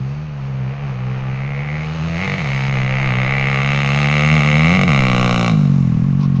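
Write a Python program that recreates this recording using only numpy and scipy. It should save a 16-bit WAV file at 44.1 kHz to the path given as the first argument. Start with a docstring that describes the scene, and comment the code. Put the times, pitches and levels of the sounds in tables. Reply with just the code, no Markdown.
"""A single-cylinder dirt bike comes across a stubble field from nearly 60 m off, over a light breeze.
Each firing booms in the exhaust and cracks through the silencer; field and trees scatter the crack.
At 2.3 s and 4.8 s it stutters on the rev limiter and changes up; the tyres hiss as it comes near.
It passes 10.7 m from the microphone at 5.15 s, shuts its throttle at 5.5 s and coasts with a faint rattle.
Gusts rumble on the microphone now and then; at 6.2 s and 6.4 s dry straw rustles underfoot."""
import sys
import numpy as np
from scipy import signal
from scipy.fft import rfft, irfft
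from scipy.io import wavfile
from scipy.ndimage import uniform_filter1d, map_coordinates

SR = 44100
rng = np.random.default_rng(int(sys.argv[2]) if len(sys.argv) > 2 else 0)


def wrap_up_sound(samples):
    """Save the sound to the file named by the first command line argument, as 16-bit audio."""
    columns = np.atleast_2d(samples).T
    # keep every value between -1 and 1, then stretch to whole-number steps
    tamed = np.clip(columns, -1, 1)
    steps = np.round(tamed * 32767).astype(np.int16)
    wavfile.write(sys.argv[1], SR, steps)


N = 282240
TIME = np.arange(N) / SR
# a straight ride past the microphone
PASS_S, NEAREST_M, SPEED_M_PER_S = 5.15, 10.7, 10.87
# spans on the rev limiter, where every other stroke fires: start/s, end/s
LIMITER_SPANS = [(2.263, 2.345), (4.776, 4.84)]


def from_db(db):
    """Decibels to gain."""
    return 10 ** (np.asarray(db) / 20)


def in_time(rows):
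    """Each column of a curve at every sample."""
    s, *columns = np.transpose(rows)
    return [np.interp(TIME, s, c) for c in columns]


def at_hz(points, hz):
    """Each column of a spectrum at the given frequencies, interpolated on a log axis."""
    known, *columns = np.transpose(points)
    return [np.interp(np.log(hz), np.log(known), c) for c in columns]


def within(times, spans):
    """Which times fall in any of the spans."""
    return np.any([(times > start) & (times < end) for start, end in spans], axis=0)


def drift(rate):
    """Slow random wander with a spread of about 1, up to roughly the given rate in Hz."""
    points = rng.standard_normal(int(2 * rate * N / SR) + 4)
    return map_coordinates(points, [2 * rate * TIME], order=3, mode="nearest")


def doublings():
    """How many times the bike's distance has doubled from its nearest."""
    distance_m = np.hypot(NEAREST_M, SPEED_M_PER_S * (TIME - PASS_S))
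    return np.log2(distance_m / NEAREST_M)


def cut(x, hz, kind, order=2):
    """Butterworth filter."""
    return signal.sosfilt(signal.butter(order, hz, kind, fs=SR, output="sos"), x + 1e-18)


def hollow(x, nulls):
    """One notch per antiresonance (Hz, width Hz)."""
    for hz, width in nulls:
        x = signal.lfilter(*signal.iirnotch(hz, hz / width, fs=SR), x)
    return x


def even(x, size=2600):
    """Holds the rms near 1 over a few firings."""
    power = uniform_filter1d(uniform_filter1d(x * x, size), size)
    return x / np.sqrt(np.maximum(power, 1e-20))


def resonate(x, modes):
    """Parallel two-pole resonances, each with its own gain at the peak."""
    out = np.zeros(N)
    for hz, width, db in modes:
        r = np.exp(-np.pi * width / SR)
        poles = [1, -2 * r * np.cos(2 * np.pi * hz / SR), r * r]
        out += from_db(db) * (1 - r * r) / 2 * signal.lfilter([1, 0, -1], poles, x + 1e-18)
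    return out


def noise(colour):
    """Steady noise of a given spectrum, rms 1."""
    bins = np.maximum(np.arange(N // 2 + 1) * SR / N, 1)
    x = irfft(rfft(rng.standard_normal(N)) * from_db(at_hz(colour, bins)[0]), N)
    return x / x.std()


def clicks(times, sizes):
    """One impulse per stroke, placed between samples."""
    at = np.clip(times * SR, 0, N - 2)
    whole = at.astype(int)
    early = np.bincount(whole, sizes * (1 - at + whole), N)
    late = np.bincount(whole + 1, sizes * (at - whole), N)
    return early + late


def causal(db):
    """Minimum-phase responses of the given levels: a sharp front, then the ringing."""
    cepstrum = irfft(np.log(from_db(db)))
    half = cepstrum.shape[1] // 2
    cepstrum[:, 1:half] *= 2
    cepstrum[:, half + 1:] = 0
    return np.exp(rfft(cepstrum))


def scatter(x, t60, shifts_per_s):
    """Countless faint echoes from stubble and trees: a drifting blend of three decaying patterns."""
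    t = TIME[:SR]
    echoes = rng.standard_normal((3, SR)) * from_db(-60 * t / t60) * (t > .002)
    shares = np.array([drift(shifts_per_s) for _ in echoes])
    shares = shares / np.sqrt(np.sum(shares ** 2, axis=0) + .2)
    out = np.zeros(N)
    for share, pattern in zip(shares, echoes):
        out += share * signal.fftconvolve(x, pattern)[:N] / np.sqrt(np.sum(pattern ** 2))
    return out


def strokes():
    """Times of the exhaust strokes, one per engine cycle, and whether the charge has fired."""
    # engine speed through two gear changes, jolted by the ground, sinking as it coasts: t/s, strokes per s/Hz
    revs = [(0.0, 63.7), (0.24, 77.9), (0.32, 71.5), (0.44, 67.3), (0.48, 68.1), (0.64, 64.5), (0.68, 65.3),
            (0.72, 69.5), (0.84, 71.3), (0.88, 67.2), (0.96, 62.4), (1.16, 65.0), (1.32, 65.6),
            (1.44, 67.9), (1.48, 71.8), (1.52, 69.1), (1.68, 73.7), (1.84, 77.8), (1.88, 77.0),
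            (1.96, 82.0), (2.0, 76.2), (2.04, 81.7), (2.16, 83.4), (2.24, 96.3), (2.36, 96.2), (2.44, 71.3),
            (2.48, 67.0), (2.56, 68.3), (2.6, 66.3), (2.72, 68.8), (2.76, 64.9), (2.84, 64.7), (3.04, 67.6),
            (3.12, 61.1), (3.2, 65.2), (3.24, 63.5), (3.28, 67.0), (3.4, 68.3), (3.44, 66.4), (3.48, 69.2),
            (3.56, 67.2), (3.68, 69.9), (3.8, 70.4), (3.88, 69.2), (4.0, 72.5), (4.08, 71.3), (4.12, 74.5),
            (4.2, 73.5), (4.36, 78.0), (4.4, 72.2), (4.48, 74.6), (4.52, 73.7), (4.64, 79.5), (4.68, 83.3),
            (4.76, 94.9), (4.84, 94.7), (4.92, 70.2), (5.04, 64.6), (5.16, 60.9), (5.2, 62.7), (5.36, 59.0),
            (5.48, 59.1), (5.52, 53.6), (5.68, 46.4), (5.76, 46.8), (5.96, 39.4), (6.0, 41.2), (6.08, 48.9),
            (6.12, 43.9), (6.2, 48.8), (6.28, 45.6), (6.4, 45.0)]
    # around the gear changes nothing fires: start/s, end/s
    ignition_gaps = [(2.345, 2.377), (2.425, 2.438), (4.84, 4.873)]
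    start_cycle = -.163
    cycles = start_cycle + np.cumsum(in_time(revs)[0]) / SR
    times = np.interp(np.arange(0, cycles[-1]), cycles, TIME)
    fired = ~within(times, ignition_gaps)
    for span in LIMITER_SPANS:
        fired[np.flatnonzero(within(times, [span]))[::2]] = False
    # rough ground moves the strokes a little early or late, more so far out
    shake_s, shake_per_doubling_s, shakes_per_s = .00003, .00008, 12
    shake = (shake_s + shake_per_doubling_s * doublings()) * drift(shakes_per_s)
    return times + np.interp(times, TIME, shake), fired


def exhaust_boom(times, fired, unfired_db, unfired_late_s, pipe_delay_s, uneven_db,
                 gap_hz, null_hz, top_hz, puff_hz, puff_s, puff_delay_s):
    """Each slug of gas rings the pipe; its short puff stands out once the outlet faces the microphone."""
    # level of the boom under its puff and waver: t/s, level/dB
    boom_level = [(0.0, -19.5), (0.27, -26.3), (0.63, -19.5), (0.72, -23), (0.78, -28), (0.84, -21.5),
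                  (0.99, -23.0), (1.08, -19.5), (1.23, -23), (1.29, -19.5), (1.38, -21.5), (1.44, -20.5),
                  (1.5, -23), (1.62, -21.5), (1.68, -24), (1.71, -21.5), (1.98, -22.5), (2.01, -19.5),
                  (2.16, -20.4), (2.22, -23.6), (2.34, -20.5), (2.37, -23.3), (2.49, -19.5), (2.79, -16.7),
                  (3.0, -18), (3.21, -16.5), (3.27, -19.5), (3.69, -17), (3.81, -17.5), (3.96, -15.5),
                  (4.2, -15.5), (4.35, -11), (4.44, -14.5), (4.62, -11.5), (4.86, -14), (4.89, -12.5),
                  (5.07, -14.8), (5.49, -16), (5.52, -11.5), (5.76, -11.5), (5.91, -14), (6.4, -13.5)]
    # resonances of the pipe, levels relative to one another: f/Hz, width/Hz, level/dB
    pipe_modes = [(72.5, 17, -19), (131.6, 31.5, 29), (200, 7.7, -15.5)]
    sizes = from_db(np.where(fired, 0, unfired_db) + uneven_db * rng.standard_normal(len(times)))
    times = times + unfired_late_s * ~fired   # an unfired stroke still pumps air, but it leaves later

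    pipe = resonate(clicks(times + pipe_delay_s, sizes), pipe_modes)
    pipe = cut(pipe, [58, top_hz], "band")
    # antiresonances between and above the first pipe modes
    pipe = .3 * pipe + 0.43 * hollow(pipe, [(gap_hz, gap_hz / 4)])
    pipe = hollow(pipe, [(null_hz, null_hz / 2)])

    t = np.arange(-SR // 50, SR // 50) / SR
    # gas surges out and is sucked back
    surge = -np.sin(2 * np.pi * puff_hz * t) * np.exp(-.5 * (t / puff_s) ** 2)
    puff = signal.fftconvolve(clicks(times + puff_delay_s, sizes), surge, "same")

    far = doublings()
    puff_db = -3 - 12 * far * (TIME < PASS_S)   # loses 12 dB per doubling of distance on the approach
    waver_db_per_doubling, wavers_per_s = 0.2, 9.5
    boom_db = in_time(boom_level)[0] + waver_db_per_doubling * far * drift(wavers_per_s)
    return from_db(boom_db) * even(even(pipe) + from_db(puff_db) * even(puff))


def exhaust_colour(at, hz):
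    """dB of each firing's crack; the resonances slide with the angle from which the exhaust is heard."""
    # strength of the crack, set by throttle and distance: t/s, level/dB
    crack_level = [(0.0, -9.5), (0.5, -5.5), (0.75, -1.0), (1.2, 0.6), (1.6, 3), (1.9, 2), (2.1, 5),
                   (2.22, 9), (2.5, 8.0), (3.0, 12.5), (3.5, 14), (3.8, 14.5), (4.3, 16.5), (4.7, 16.5),
                   (4.95, 18.5), (5.2, 19.5), (5.49, 18.5), (5.53, 2), (5.7, -5), (6.4, -18)]
    # height of the silencer's ring, which flares and fades on the way: t/s, level/dB
    silencer_level = [(0.0, -3), (1.2, -1), (1.42, 7), (1.75, 11.5), (1.88, -4), (2.06, -4), (2.21, 10),
                      (2.7, 7), (3.05, 6), (3.35, 10.5), (3.8, 4), (4.2, 6.5), (4.72, 7.5), (5.03, 4),
                      (5.22, -4), (6.4, 2)]
    # lift or loss of the treble in the crack: t/s, level/dB
    treble_level = [(0.0, 2.5), (0.599, -11), (1.6, -7.5), (1.8, -0.7), (2.302, 1.2), (2.6, 2.1),
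                    (2.9, -4.5), (3.4, -4), (3.8, 2), (4.3, 3), (5.099, 1.5), (5.48, 4), (5.699, 6.5),
                    (6.4, 5)]
    # broad colour of the crack: f/Hz, level/dB
    crack_colour = [(300, 3), (600, -1.8), (1200, -1.67), (2500, 2.5), (3800, -7), (6800, -24.5),
                    (8200, -41.5), (11000, -58), (15000, -62.5)]
    # peaks and dips of pipe and silencer: f/Hz, width/Hz, level/dB, gain per doubling of distance/dB,
    # gain as the bike swings past/dB, shift as it swings past/Hz
    exhaust_modes = [(411, 40, -7.5, 1, -2.5, 29.5), (484, 91, -3.25, 6, 16, -66),
                     (783.0, 104, 1.5, 2.8, 2.5, -31.0), (988, 81, -7.5, 3, -4.8, -32.5),
                     (1182, 103, 5.5, -0.3, 2.5, -94), (1680, 158, -2.5, 0.0, -16, 79.5),
                     (2435, 88, -5.5, 2.3, -7, 118), (2680, 80, 7.5, -5, -11.5, 117),
                     (3360.0, 285, -5.1, -0.5, -9, -66.0), (4596.0, 377, -10, 5.5, -3.5, 42.5),
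                     (5810, 310, -11.5, 6.5, 3.5, 241.5), (6434.0, 210, 6, 1.6, 0, -314.0)]
    curves = (crack_level, silencer_level, treble_level)
    level, ring, treble = [in_time(curve)[0][at, None] for curve in curves]
    far = doublings()[at, None]
    swing_s, swing_length_s = 4.81, 0.91   # middle and half-length of the swing past the microphone
    swing = .5 + .5 * np.tanh((TIME[at, None] - swing_s) / swing_length_s)

    def bell(centre, width):
        """A Gaussian hump over frequency."""
        return np.exp(-.5 * np.minimum(((hz - centre) / width) ** 2, 50))

    treble_hz, crack_low_hz = 3300, 318
    db = level + at_hz(crack_colour, hz)[0]
    db = db + treble / (1 + (treble_hz / hz) ** 6)
    db = db - 10 * np.log10(1 + np.minimum(crack_low_hz / hz, 3) ** 12)   # steep loss of bass
    # a gap between the pipe's low modes opens as the bike passes
    gap_db, gap_hz, gap_width_hz = 16, 380, 39
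    db = db - gap_db * swing ** 3 * bell(gap_hz, gap_width_hz)
    silencer_hz, silencer_rise_hz, silencer_width_hz = 2125, 90, 197
    db = db + ring * bell(silencer_hz + silencer_rise_hz * swing, silencer_width_hz)
    for centre, width, height, far_db, past_db, rise in exhaust_modes:
        db = db + (height + far_db * far + past_db * swing) * bell(centre + rise * swing, width)
    return db


def exhaust_crack(times, fired, unfired_db, jet_s, uneven_db, scatter_t60, front_early_s, size=2048):
    """A pressure front and a burst of turbulent gas ring pipe and silencer; the field scatters part."""
    # turbulent jet over pressure front, scattered over direct sound when nearest: f/Hz, jet/dB, scatter/dB
    diffuseness = [(400, -19, -6), (1120, -14, -8.5), (2250, -9, -12.5), (4200, 1, -7), (8000, 3, -7.5)]
    lead_s = .003   # each crack's frame opens this far ahead of its stroke
    at = np.clip((times - lead_s) * SR, 0, N - 1).astype(int)
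    hz = np.maximum(np.arange(size // 2 + 1), 1) * SR / size
    jet_gain, wet = from_db(at_hz(diffuseness, hz))
    wet = wet * from_db(5 * doublings()[at, None])   # 5 dB more scatter per doubling of distance

    size_db = np.where(fired, 0, unfired_db) + uneven_db * rng.standard_normal(len(at))
    size_db = size_db + 2.5 * (fired & within(times, LIMITER_SPANS))   # a firing after a skip bangs harder
    burst = np.exp(-np.arange(size) / (jet_s * SR))
    jet = rfft(rng.standard_normal((len(at), size)) * burst / np.sqrt(np.sum(burst ** 2)))
    source = (jet_gain * jet - 1) / np.hypot(1, jet_gain)   # the -1 is the pressure front

    late = np.exp(-2j * np.pi * hz * (times - front_early_s - at / SR)[:, None])   # delay within the frame
    cracks = from_db(size_db)[:, None] * late * causal(exhaust_colour(at, hz)) * source
    cracks = cracks / np.hypot(1, wet)   # direct and scattered share the power
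    samples = (at[:, None] + np.arange(size)).ravel()
    direct = np.bincount(samples, irfft(cracks).ravel(), N)[:N]
    scattered = np.bincount(samples, irfft(cracks * wet).ravel(), N)[:N]
    return direct + scatter(scattered, t60=scatter_t60, shifts_per_s=4)


def tree_echo(crack):
    """The far trees throw the crack back, dulled; it lingers when the throttle shuts."""
    return from_db(-15.5) * cut(scatter(crack, t60=0.73, shifts_per_s=2), 4500, "low")


def wind():
    """A light breeze and a few gusts rumble on the microphone: low noise under a varying swell."""
    # gusts on the microphone: t/s, length/s, level/dB
    gusts = [(1.244, 0.16, -46), (3.109, 0.37, -34.5), (5.106, 0.22, -27), (6.053, 0.16, -35)]
    # rumble of moving air: f/Hz, level/dB
    wind_colour = [(10, -4), (24, -4), (48, -24), (100, -13), (300, -33), (1000, -90)]
    swell = from_db(-44.5)   # the steady breeze
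    for s, length, db in gusts:
        swell = swell + from_db(db) * np.exp(-.5 * ((TIME - s) / length) ** 2)
    return swell * even(noise(wind_colour), size=SR // 5)


def field_air(level_db, flutter_db):
    """The open field's air is a steady coloured noise that flutters slightly in level."""
    # hush of the place: f/Hz, level/dB
    air_colour = [(100, -0.5), (300, -6), (600, -0.5), (1200, 0.5), (1700, -5.5), (2700, -6.5), (3300, -15),
                  (6700, -24.5), (8000, -61.5), (12000, -46), (15500, -47.5)]
    return from_db(level_db + flutter_db * drift(4.4)) * noise(air_colour)


def tyres(flutter_db):
    """The wheels hiss through the stubble while the bike is near: noise that falls off with distance."""
    # hiss of the stubble: f/Hz, level/dB
    stubble_colour = [(1500, -18.5), (4000, -6), (5500, -2.5), (7000, -6.5), (8000, -24.5), (15000, -39.5)]
    nearest_db, loss_db_per_doubling = -52, 18.5
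    level_db = nearest_db - loss_db_per_doubling * doublings() + flutter_db * drift(6.8)
    return from_db(level_db) * noise(stubble_colour)


def coasting_rattle(times, level_db, uneven_db, roughness):
    """With the throttle shut, the knocking of the engine rings faintly in its case."""
    # ring of the case: f/Hz, width/Hz, level/dB
    case_modes = [(1093, 24, 0)]
    throttle_shut_s = 5.51
    knocks = clicks(times, from_db(uneven_db * rng.standard_normal(len(times))))
    ring = resonate(knocks / knocks.std() + roughness * rng.standard_normal(N), case_modes)
    coasting = uniform_filter1d(1. * (TIME > throttle_shut_s), size=2000)
    return from_db(level_db) * even(ring) * coasting


def straw(snaps_per_s):
    """Stalks brushed underfoot give a short swell of tiny random snaps."""
    # brushes of dry straw: t/s, length/s, level/dB
    brushes = [(6.231, 0.026, -37.5), (6.366, 0.016, -42)]
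    # colour of the snaps: f/Hz, level/dB
    straw_colour = [(300, -19), (1100, 25.5), (1700, -1), (2400, 9), (3800, 8.5), (6000, 4.5), (8000, -36),
                    (15000, -62)]
    swell = np.zeros(N)
    for s, length, db in brushes:
        swell += from_db(db) * np.exp(-.5 * ((TIME - s) / length) ** 2)
    snap_decay_s = 0.0048
    snaps = rng.random(N) < snaps_per_s / SR
    grain = signal.lfilter([1], [1, -np.exp(-1 / (snap_decay_s * SR))], snaps)
    return swell * even(grain * noise(straw_colour))


def scene():
    """The bike, its echo, the wind, the air of the field and the straw."""
    times, fired = strokes()
    boom = exhaust_boom(times, fired, unfired_db=-1.5, unfired_late_s=0.001, pipe_delay_s=0.00073,
                        uneven_db=1.23, gap_hz=93.6, null_hz=264.5, top_hz=268,
                        puff_hz=171.0, puff_s=0.0023, puff_delay_s=0.00457)
    crack = exhaust_crack(times, fired, unfired_db=-13.5, jet_s=0.0042, uneven_db=0.3,
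                          scatter_t60=0.86, front_early_s=.0004)
    bike = boom + crack + tree_echo(crack)
    place = wind() + field_air(level_db=-41.5, flutter_db=1.6)
    bike = bike + tyres(flutter_db=1.5)
    bike = bike + coasting_rattle(times, level_db=-46.0, uneven_db=5.5, roughness=0.47)
    return (bike + place + straw(snaps_per_s=1500))[None]


def record(dry):
    """The tallest peaks are softly rounded and the top is cut."""
    excess = dry - dry / (1 + (dry / .85) ** 6) ** (1 / 6)
    # only the excess below 6.5 kHz is taken away
    rounded = dry - signal.fftconvolve(excess, signal.firwin(41, 6500, fs=SR)[None], "same")
    stop_hz, stop_db = 16300, 70
    return signal.sosfilt(signal.cheby2(12, stop_db, stop_hz, fs=SR, output="sos"), rounded)


dry = scene()
out = record(dry)
wrap_up_sound(out)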